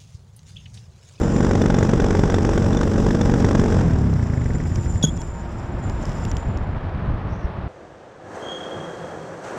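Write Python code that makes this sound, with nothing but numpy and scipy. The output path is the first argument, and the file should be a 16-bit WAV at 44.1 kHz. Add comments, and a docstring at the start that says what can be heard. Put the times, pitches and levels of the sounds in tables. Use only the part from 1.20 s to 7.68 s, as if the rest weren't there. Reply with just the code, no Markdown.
"""A paramotor's single-cylinder engine idles and turns its propeller just behind the pilot, in open air.
Each crank turn puffs into the exhaust pipe's modes, firings bark, and the passing blades add a hum.
The engine is switched off, runs down in separate puffs and stops with a belt squeak and a jolt.
The freewheeling propeller keeps the clutch drum ringing and ticking by friction for a while,
and turbulent wind buffets the microphone."""
import sys
import numpy as np
from scipy import signal
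from scipy.fft import rfft, irfft
from scipy.io import wavfile
from scipy.ndimage import uniform_filter1d

SR = 44100
rng = np.random.default_rng(int(sys.argv[2]) if len(sys.argv) > 2 else 0)


def waveform_to_disk(signal):
    """Save audio, clipped to [-1, 1], as 16-bit WAV at the path in sys.argv[1]."""
    frames = np.transpose(np.atleast_2d(signal))
    scaled = np.clip(frames, -1, 1) * 32767
    samples = np.round(scaled).astype(np.int16)
    wavfile.write(sys.argv[1], SR, samples)


N = 285768
TIME = np.arange(N) / SR

# turning rate of the crankshaft, one exhaust puff per turn: time_s, speed_hz
CRANK_RATE = [(0.0, 46.61), (0.3, 47.7), (0.6, 46.9), (0.9, 46.68), (1.2, 46.6), (1.8, 47.46), (2.1, 47.52),
              (2.35, 46.42), (2.55, 47.0), (2.7, 39.5), (2.85, 35.2), (3.0, 29.9), (3.2, 24.4), (3.6, 13.6),
              (3.8, 7.28)]
# spectrum of the engine's rasp: frequency_hz, density_db
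RASP_SPECTRUM = [(180, -12), (300, -4.5), (471, -5.5), (504, -9), (619, -8), (691, -17.5), (803, -15.5),
                 (1230, -21), (1570, -19.5), (2240, -33), (3110, -35), (3470, -32.5), (4250, -43),
                 (5590, -31), (7870, -41.5), (10200, -60.5), (17300, -120)]
# spectrum of rubbing metal: frequency_hz, density_db
FRICTION_SPECTRUM = [(1500, -16.5), (2700, -5), (3500, -3.5), (4300, -12), (5000, 1.5), (5700, 1),
                     (6500, -9), (7600, 0.5), (8700, -21), (11000, -16), (15000, -35)]

IDLE_SPEED_HZ = 47
SWITCH_OFF_S, DYING_AWAY_S, STOP_S = 2.54, 0.3, 3.8


def engine():
    """Periodic excitation: each crank turn sends a puff down the exhaust; slow puffs are heard apart."""
    # strength and treble tilt of the puffs: time_s, level_db, tilt_db_per_octave
    puff_curve = [(0, -43, -15), (2.35, -22.5, -3), (2.58, -19.5, 0), (2.85, -18, 4.5), (3.08, -13.5, -4.5),
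                  (3.3, -15, 1.5), (3.55, -16.5, -6), (3.8, -18.5, -5.5)]
    speed, turns = crankshaft()
    dying = np.clip((TIME - SWITCH_OFF_S) / DYING_AWAY_S, 0, 1)
    turn_starts = np.flatnonzero(np.diff(np.floor(turns)))
    puff_db, tilt_db = in_time(puff_curve)
    puffs = exhaust(TIME[turn_starts] - .0008, puff_db[turn_starts], tilt_db[turn_starts])
    running = hum(speed, turns, dying) + rasp(speed, turns, dying)
    return puffs + running + piston_knocks(turn_starts) + air_pumping(speed, turns)


def crankshaft():
    """Phase is the integral of frequency: speed in Hz and turns made, at every sample."""
    speed = in_time(CRANK_RATE)[0] * (TIME < STOP_S) + 1e-3
    return speed, .34 + np.cumsum(speed) / SR


def exhaust(times, level_db, tilt_db):
    """Modal superposition: puffs ring the pipe, and the lowest mode, in antiphase, rounds each one."""
    # modes of exhaust and frame: pitch_hz, level_db, t60_s
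    pipe_modes = [(78, -1, 0.081), (127.3, -1, 0.12), (164.5, -6, 0.18), (240, -5.5, 0.13),
                  (405, -14, 0.085)]
    pivot_hz = pipe_modes[1][0]
    modes = []
    for hz, db, t60 in pipe_modes:
        mode_db = level_db + db + tilt_db * np.log2(hz / pivot_hz)
        modes.append(strike(times, mode_db, hz, t60, spread_db=1))
    return sum(modes[1:]) - modes[0]


def barks():
    """Impulse excitation: each firing slaps the air, rings the pipe, crackles and rattles metal."""
    # runs in which the engine barks every second turn: start_s, bark_count, level_db, rattle_change_db
    bark_runs = [(0.162, 1, -16, 3), (0.2050, 2, -12, -5), (0.3106, 2, -11, -11), (.4163, 6, -11.5, 2.5),
                 (0.6917, 2, -12.5, -4), (.7993, 2, -12.5, 1.5), (0.9072, 4, -12, -3), (1.0991, 2, -11, 2),
                 (1.1838, 1, -14, -5), (1.248, 4, -13, -2), (1.4200, 2, -20.5, -3), (1.5267, 2, -18.5, 12),
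                 (1.632, 2, -16, -1), (1.7160, 3, -19.5, -5), (1.8640, 3, -14.5, 0), (2.0110, 1, -13, 5),
                 (2.053, 1, -20, -1), (2.096, 2, -14.5, -1), (2.203, 1, -17.5, 0), (2.2450, 1, -10.5, -3),
                 (2.3098, 1, -14, -1), (2.3519, 2, -12.5, 3), (2.437, 1, -17, -3), (2.4584, 1, -19.5, -1),
                 (2.5222, 1, -17, 3)]
    # pipe modes that a bark excites: pitch_hz, level_db, t60_s
    bark_modes = [(395, -2.5, 0.028), (540, -10.5, 0.018), (806, -9, 0.025), (1080, -17, 0.013),
                  (1500, -11.5, 0.017), (1840, -21.5, 0.019)]
    # modes of the rattling parts: pitch_hz, level_db, t60_s
    rattle_modes = [(3380, -40, 0.02), (3520, -27, 0.028), (3760, -33, 0.016), (5340, -30, 0.016),
                    (5800, -28, 0.024), (6920, -28, 0.022)]
    events = [(start + 2 * k / np.interp(start, *np.transpose(CRANK_RATE)), db, change)
              for start, count, db, change in bark_runs for k in range(round(count))]
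    times, level_db, rattle_db = np.transpose(events)
    level_db = level_db - rng.standard_normal(len(times))
    pipe = -sum(strike(times + 0.000974, level_db + db, hz, t60, spread_db=1.2)
                for hz, db, t60 in bark_modes)
    edge = bursts(clicks_at(times + 0.00028, from_db(level_db - 0.5)), rise_s=0.0012, fall_s=0.0036)
    crackle = edge * butterworth(noise(RASP_SPECTRUM), 1, 900, "high")
    rattle = np.zeros(N)
    for hz, db, t60 in rattle_modes:
        delays = rng.uniform(0.0013, 0.0055, len(times))
        rattle += strike(times + delays, level_db + rattle_db + db, hz, t60, spread_db=3.5)
    puffs = exhaust(times - .001, level_db - 9.5, tilt_db=0)
    return puffs + pressure_slap(times + 0.00098, level_db + 2.5) + pipe + crackle + rattle


def pressure_slap(times, level_db):
    """A bark's pressure wave is a short compression followed by a longer, weaker rarefaction."""
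    push_s, suction_s = .0015, 0.00325
    push, suction = (np.hanning(int(length * SR)) ** .3 for length in (push_s, suction_s))
    pulse = np.concatenate([push, -from_db(-3.5) * suction])
    slaps = np.convolve(clicks_at(times - push_s, from_db(level_db)), pulse)[:N]
    return butterworth(slaps + 1e-18, 2, 1660, "low")


def hum(speed, turns, dying):
    """Rotation makes harmonic series: the geared-down propeller hums out of step with the engine."""
    # harmonics of the blade-passing hum: order, level_db
    blade_orders = [(1, -8.5), (3, -7), (4, -6), (5, -10), (6, -9), (7, -6), (8, -15.5), (9, -16.5),
                    (10, -18.5), (14, -17)]
    # harmonics of the crank's turning rate: order, level_db
    engine_orders = [(1, -5), (5, -16.5), (6, -13.5), (7, -11.5), (9, -16), (10, -12.5), (12, -21),
                     (17, -22)]
    blade_passes_per_turn, throb_depth = .6405, 0.94
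    blade_passes = blade_passes_per_turn * turns + .006 * drift(10)
    throb = 1 + throb_depth * np.cos(2 * np.pi * turns)
    blades = tones(blade_passes, blade_orders, waver_db=1.5) * throb
    blades *= (speed / IDLE_SPEED_HZ) ** 0.86
    drone = tones(turns, engine_orders, waver_db=0.5) * from_db(-9 * dying)
    return from_db(-18.5) * (blades + drone) * fade_below(speed, corner_hz=34)


def rasp(speed, turns, dying):
    """Amplitude modulation: noise throbs with each crank turn and weakens after the switch-off."""
    crank = 2 * np.pi * (turns - .12)
    throb_db = 5.14 * np.cos(crank) + 1.2 * np.cos(2 * crank)
    level_db = -29 - 7.5 * dying + throb_db + 2.8 * drift(100)
    return from_db(level_db) * (speed / IDLE_SPEED_HZ) ** 1.14 * noise(RASP_SPECTRUM)


def piston_knocks(turn_starts):
    """Impacts of the piston excite the cylinder's modes, most strongly as the engine runs down."""
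    # strength of the knocks: time_s, level_db
    knock_curve = [(0, -73), (2.6, -51), (3.0, -32), (3.3, -26.5), (3.5, -31), (3.8, -33)]
    # modes of the cylinder: pitch_hz, level_db, t60_s
    cylinder_modes = [(1500, -12, 0.028), (1770, -8, .03), (1970, -6, 0.027), (2220, -13.5, .025)]
    times = TIME[turn_starts] + 0.00183
    knock_db = in_time(knock_curve)[0][turn_starts]
    return sum(strike(times + rng.uniform(0, .001, len(times)), knock_db + db, hz, t60)
               for hz, db, t60 in cylinder_modes)


def air_pumping(speed, turns):
    """Periodic displacement: with the engine off, the piston pumps air in tones that fall with speed."""
    # harmonics of the crank's turning rate: order, level_db
    pumping_orders = [(2, -22.5), (3, -26), (4, -25.5), (5, -29), (6, -26), (7, -27), (8, -33)]
    onset_s = 0.03
    coasting = np.clip((TIME - SWITCH_OFF_S) / onset_s, 0, 1) * fade_below(speed, corner_hz=30)
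    uneven_turns = turns + .014 * drift(25)
    return coasting * tones(uneven_turns, pumping_orders, waver_db=1.5) * from_db(1.5 * drift(50))


def stall():
    """Recoil: the last compression throws the piston back, so the belt scuffs and the frame jolts."""
    # modes of the jolted frame: pitch_hz, level_db, t60_s
    jolt_modes = [(156, -8.5, 0.14), (193, -8.5, 0.056), (244, -8.5, 0.041), (438, -18.5, 0.052),
                  (527, -18, 0.042), (1490, -20.5, 0.06)]
    # resonances of the scuffed pulley: pitch_hz, bandwidth_hz, level_db
    pulley_modes = [(3770, 260, -31), (5750, 480, -26)]
    scuff_s, jolt_s = 3.8265, 3.8392
    scuff = bursts(clicks_at([scuff_s], [1]), rise_s=0.0027, fall_s=.004) * sing(pulley_modes)
    jolt = sum(strike([jolt_s], db, hz, t60) for hz, db, t60 in jolt_modes)
    return scuff + butterworth(jolt, 2, [90, 1100], "band")  # rubber mounts soften the blow


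def belt_squeak():
    """Stick-slip friction: the belt squeaks as the engine stops, the fundamental ahead of its octave."""
    # slips of the belt, hardest first: start_s, length_s, fundamental_db, octave_db
    slips = [(3.826, 0.025, -24.5, -20.5), (3.865, 0.03, -37, -46.5), (3.98, 0.033, -56, -56)]
    pitch_hz, bend_hz, lift_hz = 3330, 382, 172
    attack_s, octave_attack_s, settle_s, release_s, tail_s = 0.0013, 0.014, 0.0032, 0.0043, 0.05
    hardest_db = slips[0][2]
    squeak = np.zeros(N)
    for start, length, fundamental_db, octave_db in slips:
        age = np.maximum(TIME - start, 0)
        since_release = np.maximum(age - length, 0)
        grip = np.exp(-np.minimum(since_release / release_s, 30))
        # a hard slip starts sharp, settles, and rises again as it lets go
        bend = from_db(fundamental_db - hardest_db) * np.exp(-age / settle_s)
        hz = pitch_hz + bend_hz * bend + lift_hz * (1 - grip)
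        phase = 2 * np.pi * np.cumsum(hz * (1 + .008 * drift(250))) / SR
        phase += 0.051 * drift(810)  # fast jitter roughens the tone
        fundamental = from_db(fundamental_db) * np.minimum(age / attack_s, 1)
        octave = from_db(octave_db) * np.minimum(age / octave_attack_s, 1)
        partials = [fundamental, octave, from_db(-21) * fundamental, from_db(-33) * octave]
        tone = np.sqrt(2) * sum(size * np.sin(k * phase) for k, size in enumerate(partials, 1))
        friction = from_db(-20) * fundamental * noise(FRICTION_SPECTRUM)
        tail = from_db(-27) * np.exp(-since_release / tail_s)  # the pulley rings on
        squeak += np.maximum(grip, tail) * (tone + friction)
    return squeak * from_db(1.14 * drift(400))


def clutch():
    """Friction drives resonance: the shoes hiss on the drum, which rings near 7 kHz."""
    # strength of the drum's ringing: time_s, level_db
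    drum_curve = [(0, -48), (.25, -49), (.45, -73), (2.6, -66.5), (3.75, -49.5), (4.12, -52), (4.26, -62),
                  (4.55, -64), (4.64, -57), (5.17, -59), (5.55, -77), (6.15, -102)]
    # strength of the rubbing hiss: time_s, level_db
    rub_curve = [(0, -51), (2.58, -48.5), (2.8, -56), (3.6, -53.5), (4.1, -61.5), (4.5, -62.5), (5.03, -54),
                 (5.2, -64), (5.5, -78), (6.15, -106)]
    # scrapes that make the drum flare: centre_s, half_width_s, level_db
    scrapes = [(3.594, 0.0046, -57), (3.703, 0.016, -44), (3.778, 0.0074, -46), (3.967, 0.0053, -44),
               (4.01, .009, -47.5), (4.643, 0.013, -54), (4.998, 0.016, -54), (5.1, 0.013, -46.5),
               (5.194, 0.021, -57)]
    # resonances of the drum: pitch_hz, bandwidth_hz, level_db
    drum_modes = [(7077, 52, 4), (7200, 28, 6.5), (7600, 270, -8)]
    rub_db, = in_time(rub_curve)
    ringing = from_db(in_time(drum_curve)[0] + 3.2 * drift(26))
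    flares = sum(from_db(db) * swell(centre, half) for centre, half, db in scrapes)
    drum = (ringing + flares * from_db(2.5 * drift(250))) * rms_one(sing(drum_modes))
    hiss = from_db(rub_db + 2.3 * drift(25)) * noise(FRICTION_SPECTRUM)
    return drum + hiss + shoe_ticks(rub_db)


def shoe_ticks(rub_db):
    """Brief contacts make broadband ticks: the shoes catch now and then, and once a turn at low speed."""
    # distinct catches of the shoes: start_s, level_db
    catches = [(2.938, -32), (3.5572, -29), (3.8734, -29), (3.974, -35), (4.017, -31), (4.697, -31),
               (4.829, -39), (4.854, -29.5), (4.866, -37), (4.893, -33), (4.918, -36), (5.0508, -25),
               (5.1147, -27), (5.168, -25.5), (5.373, -35.5), (5.432, -49)]
    # spectrum of a tick: frequency_hz, density_db
    tick_spectrum = [(1200, -9), (2700, 1), (4200, -6.5), (5700, 4), (6800, 0), (8500, -16.5),
                     (12000, -21.5), (15000, -32)]
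    slow_hz, lag_turns, faint_per_s = 24, .7, 10
    speed, turns = crankshaft()
    times, catch_db = np.transpose(catches)
    each_turn = (np.diff(np.floor(turns - lag_turns), prepend=0) > 0) * (speed < slow_hz)
    faint = rng.random(N) < faint_per_s / SR
    contacts = clicks_at(times, from_db(catch_db)) + each_turn * from_db(-38)
    contacts += faint * from_db(rub_db + 14)
    return from_db(-1.5) * bursts(contacts, rise_s=0.00034, fall_s=0.0016) * noise(tick_spectrum)


def wind():
    """Turbulence: lumpy pressure swings buffet the microphone; a smoother rush passes through the cage."""
    # strength of the airflow: time_s, buffet_db, rush_db
    airflow = [(0, -28, -35.5), (2.25, -25, -37.5), (2.6, -23, -33.5), (2.9, -31.5, -38),
               (3.4, -22.5, -39.5), (3.95, -24.5, -41), (4.28, -30, -39.5), (4.7, -24.5, -35.5),
               (5.9, -25, -35.5), (6.48, -27.5, -37)]
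    # gusts and lulls: centre_s, half_width_s, change_db
    gusts = [(4.024, 0.036, -4), (4.673, 0.022, 5), (5.13, 0.032, 3), (5.228, 0.035, -5.5),
             (5.294, 0.018, 5.5), (5.5, .025, 3), (5.606, 0.024, -8), (5.726, .04, -4), (5.886, 0.054, 3),
             (6.317, 0.038, -4)]
    # spectrum of the buffeting: frequency_hz, density_db
    buffet_spectrum = [(15, -19.5), (28, -1), (50, 0), (90, 0.5), (130, -4), (170, -6.5), (225, -11.5),
                       (300, -16.5), (450, -28), (900, -73)]
    # spectrum of the rush: frequency_hz, density_db
    rush_spectrum = [(150, -21), (330, -1.5), (480, -1), (620, 0.5), (850, -2), (1200, -5.5), (1700, -10),
                     (2400, -18), (3300, -24), (4500, -32), (5800, -39), (7500, -49.5), (11000, -54),
                     (14000, -79.5)]
    # eddies that hit the microphone: start_s, level_db, pitch_hz
    eddies = [(3.959, -10, 70), (4.085, -11.5, 60), (4.543, -11.5, 69), (5.268, -5, 52.3), (5.884, -12, 90),
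              (6.244, -8, 59)]
    buffet_db, rush_db = in_time(airflow)
    lumps = drift(31)
    gust_db = sum(db * swell(centre, half) for centre, half, db in gusts)
    buffet = from_db(buffet_db + gust_db + 1.46 * lumps + 0.5 * drift(7.8)) * noise(buffet_spectrum)
    rush = from_db(rush_db + 0.42 * lumps + 0.93 * drift(73)) * noise(rush_spectrum)
    thumps = -sum(strike([start], db, hz, t60=2.9 / hz) for start, db, hz in eddies)
    return buffet + rush + thumps


def frame_song():
    """Flow-excited resonance: the frame sings in the passing air."""
    # resonances of the frame: pitch_hz, bandwidth_hz, level_db
    frame_modes = [(226.4, 22, -43.5), (347, 4.8, -46), (917, 12, -50.5)]
    return sing(frame_modes) * from_db(np.interp(TIME, [3.2, 3.65, 5.1, 5.7], [-6, 2, 1.5, -12]))


def line_whistle():
    """Aeolian tone: air whistles thinly on a line, arching up in pitch and back."""
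    start_s, length_s, pitch_hz, arch_hz = 6.08, 0.19, 5300, 690
    progress = (TIME - start_s) / length_s
    hz = pitch_hz + arch_hz * np.sin(np.pi * progress)
    blowing = uniform_filter1d(1.0 * (progress > 0) * (progress < 1), size=SR // 50)
    flutter = drift(446) * from_db(3.5 * drift(40))
    return from_db(-62) * blowing * flutter * np.sin(2 * np.pi * np.cumsum(hz) / SR)


def from_db(db):
    """Amplitude grows tenfold every 20 dB."""
    return 10 ** (np.asarray(db) / 20)


def rms_one(x):
    """Normalisation to rms 1."""
    return x / np.sqrt(np.mean(x ** 2) + 1e-20)


def in_time(rows):
    """Linear interpolation of each column of a curve at every sample."""
    times, *columns = np.transpose(rows)
    return [np.interp(TIME, times, column) for column in columns]


def swell(centre_s, half_width_s):
    """Gaussian envelope of height 1."""
    return np.exp(-((TIME - centre_s) / half_width_s) ** 2)


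def fade_below(speed, corner_hz):
    """Power-law roll-off: the gain falls steeply below a corner speed."""
    return 1 / np.hypot(1, (corner_hz / speed) ** 8)


def butterworth(x, order, hz, kind):
    """Filtering with a maximally flat passband."""
    return signal.sosfilt(signal.butter(order, hz, kind, fs=SR, output="sos"), x)


def drift(rate):
    """Low-passed noise: a random wander of rms 1 with about `rate` swings a second."""
    hz = np.arange(N // 2 + 1) * SR / N
    return rms_one(irfft(rfft(rng.standard_normal(N)) / (1 + (hz / rate) ** 2), N))


def noise(spectrum):
    """Spectral shaping gives white noise a colour; rms 1."""
    hz = np.arange(1, N // 2 + 2) * SR / N
    points, db = np.transpose(spectrum)
    gain = from_db(np.interp(np.log(hz), np.log(points), db, left=-120, right=-120))
    return rms_one(irfft(rfft(rng.standard_normal(N)) * gain, N))


def ring(drive, hz, t60):
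    """Damped oscillator: a unit click starts a decaying sine of height 1."""
    r, w = from_db(-60 / (t60 * SR)), 2 * np.pi * hz / SR
    return signal.lfilter([0, np.sin(w)], [1, -2 * r * np.cos(w), r * r], drive + 1e-18)


def strike(times, level_db, hz, t60, spread_db=0):
    """Free vibration of one mode after each blow, with an optional random spread in level."""
    sizes = from_db(level_db + spread_db * rng.standard_normal(len(times)))
    return ring(clicks_at(times, sizes), hz, t60)


def sing(resonances):
    """Forced vibration: noise sustains narrow resonances, each at its own rms level."""
    return sum(from_db(db) * rms_one(ring(rng.standard_normal(N), hz, np.log(1000) / np.pi / width))
               for hz, width, db in resonances)


def clicks_at(times, sizes):
    """Impulse train of single-sample clicks."""
    return np.bincount(np.clip(np.round(np.asarray(times) * SR).astype(int), 0, N - 1), sizes, N)


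def bursts(clicks, rise_s, fall_s):
    """Exponential rise and decay turn each click into an envelope."""
    up, down = np.exp(-1 / (rise_s * SR)), np.exp(-1 / (fall_s * SR))
    return signal.lfilter([1 - up], np.convolve([1, -up], [1, -down]), clicks + 1e-18)


def tones(cycles, orders, waver_db):
    """Harmonics of a periodic motion, each wavering slowly in level."""
    return sum(from_db(db + waver_db * drift(4)) * np.sin(2 * np.pi * (round(k) * cycles + rng.random()))
               for k, db in orders)


def scene():
    """Free field: the sources add within arm's reach, with no walls to echo."""
    machine = engine() + barks() + stall() + belt_squeak() + clutch()
    return (machine + wind() + frame_song() + line_whistle())[None]


def record(dry):
    """Soft saturation rounds loud bass peaks; filters cut the deepest rumble and the top."""
    limit, cutoff_hz = .7, 15200
    bass = butterworth(dry, 1, 1200, "low")
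    rounded = dry - bass + limit * np.tanh(bass / limit)
    rounded = butterworth(rounded, 2, 20, "high")
    return signal.sosfilt(signal.ellip(10, .1, 90, cutoff_hz, fs=SR, output="sos"), rounded)


dry = scene()
out = record(dry)
waveform_to_disk(out)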